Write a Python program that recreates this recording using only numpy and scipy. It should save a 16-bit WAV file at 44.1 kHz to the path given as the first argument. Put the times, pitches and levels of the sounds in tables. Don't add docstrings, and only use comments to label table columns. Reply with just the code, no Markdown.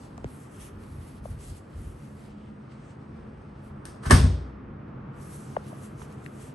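import sys
import numpy as np
from scipy import signal
from scipy.fft import rfft, irfft, next_fast_len
from scipy.io import wavfile
from scipy.ndimage import uniform_filter1d, minimum_filter1d

SR = 44100
rng = np.random.default_rng(int(sys.argv[2]) if len(sys.argv) > 2 else 0)


def rack_gain(trim_db):
    fader = np.asarray(trim_db, float)
    return 10 ** (fader / 20)


def generate_wav(sig):
    pcm = np.round(np.clip(np.atleast_2d(sig).T, -1, 1) * 32767).astype(np.int16)
    wavfile.write(sys.argv[1], SR, pcm)


N = 288546

# time_s, level_db
AIR_LEVEL = [(0.0, -45.5), (1.0, -46.5), (2.4, -46.5), (3.6, -45), (4.8, -43), (5.2, -42), (6.54, -43.5)]
# pitch_hz, level_db (per Hz)
AIR_COLOUR = [(35, -33), (60, -1), (102, -1), (134, 0), (173, -10), (209, -7.5), (601, -15), (1290, -16.5),
              (1810, -30.5), (3340, -47), (4480, -62), (5310, -85.5), (9400, -82), (12200, -109),
              (20700, -120)]
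# pitch_hz, width_hz, level_db
DUCT_HUMS = [(136.6, 26, 0.5), (210.4, 17.6, -3.5), (258.4, 29, -10), (325, 42, -17)]
AIR_MIDDLE_DB = -11.5

# start_s, length_s, level_db, brightness_db
SLEEVE_STROKES = [(0.0, 2.28, -76.5, -3.5), (2.305, .3, -81, -20), (2.6, 1.08, -85, -20),
                  (5.18, 1.32, -74, -1.5), (0.0, .06, -68, -5), (.197, .01, -72, -3), (0.31, .06, -70, 1),
                  (0.402, .02, -62.5, -2), (0.52, .045, -64, -1), (0.604, .07, -60.5, -1),
                  (0.807, .03, -68.5, -2), (0.873, .29, -71, 0), (1.254, .055, -63.5, -2.5),
                  (1.408, .09, -59, -5), (1.568, .015, -61.5, -2.5), (1.783, 0.14, -65, -7),
                  (1.96, .31, -73.5, -6), (2.726, .19, -73, -25), (2.86, .04, -73, -25),
                  (5.26, 0.045, -61.5, 2), (3.646, .03, -74, -1), (4.886, .005, -90, -20),
                  (5.219, .19, -60.5, 0), (5.43, .39, -65, -3.5), (5.835, .025, -59.5, -2.5),
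                  (5.99, .035, -57.5, -6), (6.126, .015, -70.5, 0), (6.247, .02, -65, -3),
                  (6.34, .07, -67.5, -2.5), (6.42, .055, -59.5, -4.5)]
SLEEVE_RISE_DB_S, SLEEVE_FALL_DB_S, STILL_DB = 400, 330, -112
COARSE_DB, COARSE_SHARE, USUAL_DB, FAINT_DB = -1.5, 0.59, -68, -88
# start_s, length_s, level_db
GRIP_SHIFTS = [(.05, 0.018, -41), (.18, 0.074, -42), (.57, 0.025, -42.5), (.74, 0.1, -38.5),
               (.985, 0.0067, -33.5), (1.14, 0.068, -38), (1.28, 0.095, -33.5), (1.49, .03, -36),
               (1.77, 0.12, -35.5), (2.1, 0.061, -47.5), (2.29, .01, -46), (2.43, .06, -48),
               (2.8, .02, -49), (3.12, 0.08, -42), (3.33, .6, -45.5), (4.6, 0.12, -41.5), (4.94, .3, -48),
               (5.36, .01, -51), (5.53, .07, -45), (5.84, .02, -45), (6.02, .03, -44), (6.4, .08, -49)]
GRIP_RISE_DB_S, GRIP_FALL_DB_S = 161, 140

# start_s, level_db, end_pitch_hz, length_s, left_minus_right_db
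CASE_SNAPS = [
    (0.1787, -37, 4200, 0.0003, -5),
    (.1786, -40, 1300, .0012, 5),
    (.179, -38.5, 580, 0.0073, 3),
    (.2438, -36.5, 4000, 0.0003, 4),
    (0.2437, -28.5, 1070, 0.001, 1),
    (.2437, -24.5, 300, 0.0059, 3),
    (0.2508, -25, 80, 0.019, 0),
    (5.565, -18, 490, 0.0095, 3.5),
    (6.016, -39.5, 810, 0.0068, -9),
    (6.022, -41, 2300, .0004, 5),
]
# start_s, level_db, end_pitch_hz, length_s, left_minus_right_db
CASE_TICKS = [
    (1.2552, -31, 560, 0.0069, 7),
    (1.2545, -38, 920, 0.0029, 5),
    (5.566, -43, 2640, 0.0021, -3),
    (5.5661, -33.5, 1620, 0.0024, 14),
    (5.717, -41, 860, .005, -3),
    (5.728, -37.5, 590, 0.0074, 11),
    (6.262, -37, 1760, 0.0026, 16),
    (6.2618, -44, 3500, 0.0012, -1),
    (6.262, -43, 2500, 0.0035, -7),
]
SNAP_FALL, TICK_FALL = 3.1, 1.4
POP_LAG_S = 0.00027

# start_s, crack_db, brightness_db (per octave), ring_db, thud_db
DOOR_BLOWS = [(3.845, -51.5, -3, -76, -57), (3.854, -46.5, 3.8, -49.5, -60.5),
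              (3.883, -54, -10, -64.5, -57.5), (4.036, -48, 1.5, -55, -48),
              (4.055, -36, -4.5, -45.5, -43.5), (4.065, -51.5, 0.5, -56, -23), (4.099, -43, 4, -35, -43.5),
              (4.1046, -38, -4, -29.5, -39.5), (4.1082, -15, 1.5, -22.5, -28.5),
              (4.111, -29, -2.5, -20.5, -33), (4.1164, -22.5, -6.5, -21.5, -15.5),
              (4.127, -34, -6.5, -44.5, -6.5), (4.154, -34, -4, -36, -23.5),
              (4.198, -39.5, -3.5, -39.5, -20), (4.229, -41, -1.5, -44, -20.5),
              (4.241, -38.5, 0.5, -43.5, -14)]
# time_s, level_db
SEAL_SCRAPE = [
    (4.008, -78),
    (4.034, -43),
    (4.045, -52),
    (4.06, -40),
    (4.09, -49),
    (4.105, -50.5),
    (4.115, -91.5),
]
# pitch_hz, level_db
CRACK_COLOUR = [(150, -22.5), (260, 12), (450, 10.5), (750, 7.5), (1100, 16), (1900, 5), (2300, -3.5),
                (3000, -5), (4000, -2.5), (5000, -2), (6800, -5), (8800, -0.5), (10500, -4.5), (11800, -8)]
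# pitch_hz, level_db, t60_s (time to fade by 60 dB)
BOOM_MODES = [(52.7, -22, .3), (61.75, -4.5, 0.73), (71.7, -6.5, 0.46), (82.6, -12.5, 0.43),
              (90.1, 1.5, 0.39), (129.5, -3, 0.43), (142.9, -5, .3), (150.2, -6.5, .45), (183, -10, 0.29),
              (208.7, -4.5, 0.29), (247, 6.5, 0.13)]
# pitch_hz, level_db, t60_s
RING_MODES = [(250, 3.5, 0.078), (381, 0, 0.05), (450, -5, .05), (565, -3, 0.08), (920, -9.5, 0.12),
              (1019, -6, .08), (1108, -7, .08), (1226, -10, 0.16), (1540, -8, .14), (1643, -5, .09),
              (1716, -5, 0.1), (1815, -7, 0.07), (2968, -11.5, 0.066), (8676, -9, 0.08)]
# pitch_hz, t60_s
ROOM_T60 = [(150, 0.48), (500, 0.78), (1200, 0.19), (3000, 0.56), (6000, 0.47), (9000, 0.31), (11500, .33)]
RING_TO_ROOM_DB, ECHO_DB = -18, 0.5
PUSH_S = 0.006
CRACK_S, CRACK_DOUBLES_DB = 0.0067, 22

# pitch_hz, mid_db, side_db
PORTS = [(60.3, -3.5, -34.5), (177, 0.5, -20.5), (347, 1.5, -4.5), (706, -1.5, -1), (1606, 0.5, -3),
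         (2600, 2.5, -1), (4030, -1, -9), (5500, 0, -3), (6500, -2, -19.5), (7470, -5.5, -6.5),
         (8330, 0, -40.5), (8760, 2, -30.5), (9220, -1.5, -8.5),
         (9600, -2, 1), (9850, -27, 2), (10400, -27, 3), (10650, -2, 2), (11250, -1, -2),
             (11400, -2, -35), (11600, -9, -50), (12100, -50, -60)]
# pitch_hz, share (of the time)
SIDE_KEPT = [(1800, 1), (2600, .8), (3600, .5), (4500, .35), (5500, .6), (6600, .2), (7600, 0.71),
             (8300, .3), (9200, 0.94)]
TOP_HZ, TOP_MASK_DB = 9680, -42
CEILING = 0.9


def shaped(x, hz, db):
    size = next_fast_len(x.shape[-1])
    f = np.log(np.fft.rfftfreq(size, 1 / SR) + 1)
    gain = rack_gain(np.interp(f, np.log(hz), db))
    return irfft(rfft(x, size) * gain, size)[..., :x.shape[-1]]


def unit(x):
    return x / np.sqrt(np.mean(x ** 2))


def band(hz, width, size=N):
    b, a = signal.iirpeak(hz, hz / width, SR)
    once = signal.lfilter(b, a, rng.standard_normal((2, size)))
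    return unit(signal.lfilter(b, a, once))


def walk(rate):
    k = int(SR / rate)
    steps = np.repeat(rng.standard_normal(N // k + 1), k)
    return 1.3 * uniform_filter1d(uniform_filter1d(steps, k), k)[:N]


def curves(table):
    s, *columns = np.transpose(table)
    return [np.interp(np.arange(N) / SR, s, c) for c in columns]


def strokes(table, rise_db_s, fall_db_s, extra_db=0):
    t = np.arange(0, N + 64, 64) / SR
    s, length, db = np.transpose(table)[:3, :, None]
    rise = rise_db_s * np.maximum(s - t, 0)
    fall = fall_db_s * np.maximum(t - s - length, 0)
    power = np.sum(rack_gain(db + extra_db - rise - fall) ** 2, axis=0) + rack_gain(STILL_DB) ** 2
    return np.interp(np.arange(N) / SR, t, 10 * np.log10(power))


def modes(table):
    t = np.arange(SR) / SR
    return sum(rack_gain(db) * np.sin(2 * np.pi * hz * t) * rack_gain(-60 * t / t60) for hz, db, t60 in table)


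def air():
    level_db, = curves(AIR_LEVEL)
    hz, db = np.transpose(AIR_COLOUR)
    rush = []
    for h in 75 * 2 ** np.arange(0, 7.6, .5):
        gain = rack_gain(np.interp(np.log(h), np.log(hz), db) + 1.13 * walk(4.82)) * np.sqrt(h)
        rush.append(gain * band(min(h, 11500), h / 2.11))
    duct = sum(rack_gain(g_db + 2.0 * walk(4.1)) * band(f, width) for f, width, g_db in DUCT_HUMS)
    bass = unit(sum(rush[:6])) * rack_gain(-2) + duct * rack_gain(-4.5)
    upper = unit(sum(rush[6:])) * rack_gain(AIR_MIDDLE_DB)
    return (bass + upper) * rack_gain(level_db)


def hand():
    db = strokes(SLEEVE_STROKES, SLEEVE_RISE_DB_S, SLEEVE_FALL_DB_S)
    brightness_db = np.array(SLEEVE_STROKES)[:, 3:]
    top_db = strokes(SLEEVE_STROKES, SLEEVE_RISE_DB_S, SLEEVE_FALL_DB_S, brightness_db) - db
    low_db = COARSE_DB - COARSE_SHARE * (np.maximum(db, FAINT_DB) - USUAL_DB)
    moving = 1 - curves([(3.8, 0), (3.84, 1), (4.5, 1), (4.6, 0)])[0]
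    slips = rack_gain(1.9 * walk(30) + 2.0 * rng.exponential(size=N))
    low = sum(band(hz, hz / 2) * rack_gain(2 * walk(7.5)) for hz in (1900, 3000, 4300)) * rack_gain(low_db - 3)
    fine_bands = ((6100, -6.0), (7600, 0.0), (8800, -16.0), (10600, 6.0 + np.maximum(top_db, -25)))
    high = sum(band(hz, hz / 4) * rack_gain(1.86 * walk(12) + g_db) for hz, g_db in fine_bands)
    grip_db = strokes(GRIP_SHIFTS, GRIP_RISE_DB_S, GRIP_FALL_DB_S) - 4.5
    thumps = (band(48, 30) + band(80, 50)) * rack_gain(grip_db)
    return (low + high) * unit(slips) * rack_gain(db) * moving + thumps


def pops():
    out = np.zeros((2, N))
    for table, fall in ((CASE_SNAPS, SNAP_FALL), (CASE_TICKS, TICK_FALL)):
        for s, db, end_hz, length, pan_db in table:
            u = np.arange(int(length * SR)) / (length * SR)
            hz = end_hz * (1 + (fall - 1) * (1 - u) ** 3.06)
            swell = np.sin(np.pi * u ** 0.8)
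            pop = rack_gain(db) * swell * np.sin(2 * np.pi * np.cumsum(hz) / SR)
            for k, sign in enumerate((1, -1)):
                i = int((s + k * POP_LAG_S) * SR)
                out[k, i:i + len(u)] += pop * rack_gain(sign * pan_db / 2)
    return out


def echo():
    t = np.arange(SR) / SR
    f, t60 = np.transpose(ROOM_T60)
    hz = 150 * 2 ** np.arange(0, 6.6, .5)
    decay = np.interp(np.log(hz), np.log(f), t60)
    tail = sum(np.sqrt(h) * band(h, h / 2, size=SR) * rack_gain(-60 * t / d) for h, d in zip(hz, decay))
    tail = tail * (1 - np.exp(-t / 0.0032))
    return tail / np.sqrt(np.sum(tail[0] ** 2))


def door():
    t = np.arange(2048) / SR
    crack = rack_gain(curves(SEAL_SCRAPE)[0] + 3 * walk(150)) * rng.standard_normal((2, N))
    send, tap, push = crack.copy(), np.zeros(N), np.zeros(N)
    hardest_db = max(blow[1] for blow in DOOR_BLOWS)
    push_shape = np.sin(np.pi * np.minimum(t / PUSH_S, 1)) ** 2 * 2 / (PUSH_S * SR)
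    for s, db, tilt_db, ring_db, thud_db in DOOR_BLOWS:
        i = int(s * SR)
        length = CRACK_S * 2 ** ((db - hardest_db) / CRACK_DOUBLES_DB)
        noise = rng.standard_normal((2, len(t)))
        click = np.sqrt(length * SR / 2) * (np.arange(len(t)) == 32)
        burst = np.vstack([noise * np.exp(-t / length), click])
        burst = rack_gain(db) * shaped(burst, [500, 16000], [0, 5 * tilt_db])
        crack[:, i:i + len(t)] += burst[:2]
        send[:, i:i + len(t)] += burst[2]
        tap[i] += rack_gain(ring_db)
        push[i:i + len(t)] += rack_gain(thud_db) * push_shape
    ring = signal.fftconvolve(tap, modes(RING_MODES))[:N]
    ring = np.array([ring, -1.2 * np.roll(ring, shift=8)])
    crack, send = shaped(np.array([crack, send]), *np.transpose(CRACK_COLOUR))
    wet = signal.fftconvolve(send + rack_gain(RING_TO_ROOM_DB) * ring, echo(), axes=1)[:, :N]
    boom = -signal.fftconvolve(push, modes(BOOM_MODES))[:N]
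    return crack + ring + rack_gain(ECHO_DB) * wet + boom * np.array([[1], [1.4]])


def ports(pair):
    hz, mid_db, side_db = np.transpose(PORTS)
    mid, side = shaped(pair[0], hz, mid_db), shaped(pair[1], hz, side_db)
    return np.array([mid + side, mid - side])


def scene():
    return ports(air() + hand() + door()) + pops()


def thin_side(pair):
    mid_side = np.array([pair[0] + pair[1], pair[0] - pair[1]]) / 2
    f, t, (mid, side) = signal.stft(mid_side, SR, nperseg=1024)
    side_power = np.mean(abs(side[40:]) ** 2, axis=0)
    loud = np.clip((np.log10(side_power + 1e-12) + 8.5) / 2, 0, 1)
    share = np.interp(f, *np.transpose(SIDE_KEPT))[:, None] ** (1 - loud)
    dice = rng.random((len(f) // 10 + 1, len(t) // 4 + 1))
    dice = dice.repeat(10, axis=0).repeat(4, axis=1)[:len(f), :len(t)]
    side = side * (dice < share) / np.sqrt(np.clip(share, .05, 1))
    power = uniform_filter1d(abs(mid) ** 2, size=3)
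    top = np.sqrt(power[f > TOP_HZ].sum(axis=0) / power.sum(axis=0))
    mid = mid * ((f[:, None] < TOP_HZ) | (top > rack_gain(TOP_MASK_DB + 8 * dice)))
    mid, side = signal.istft(np.array([mid, side]), SR, nperseg=1024)[1][:, :N]
    return np.array([mid + side, mid - side])


def roll_off(x):
    return signal.sosfilt(signal.butter(12, 12520, fs=SR, output="sos"), x)


def record(dry):
    bass_cut = signal.butter(4, 40, "high", fs=SR, output="sos")
    x = thin_side(signal.sosfilt(bass_cut, dry))
    gain = np.minimum(1, CEILING / (abs(x).max(axis=0) + 1e-9))
    gain = uniform_filter1d(minimum_filter1d(gain, size=256), size=128)
    return roll_off(x * gain)


dry = scene()
out = record(dry)
generate_wav(out)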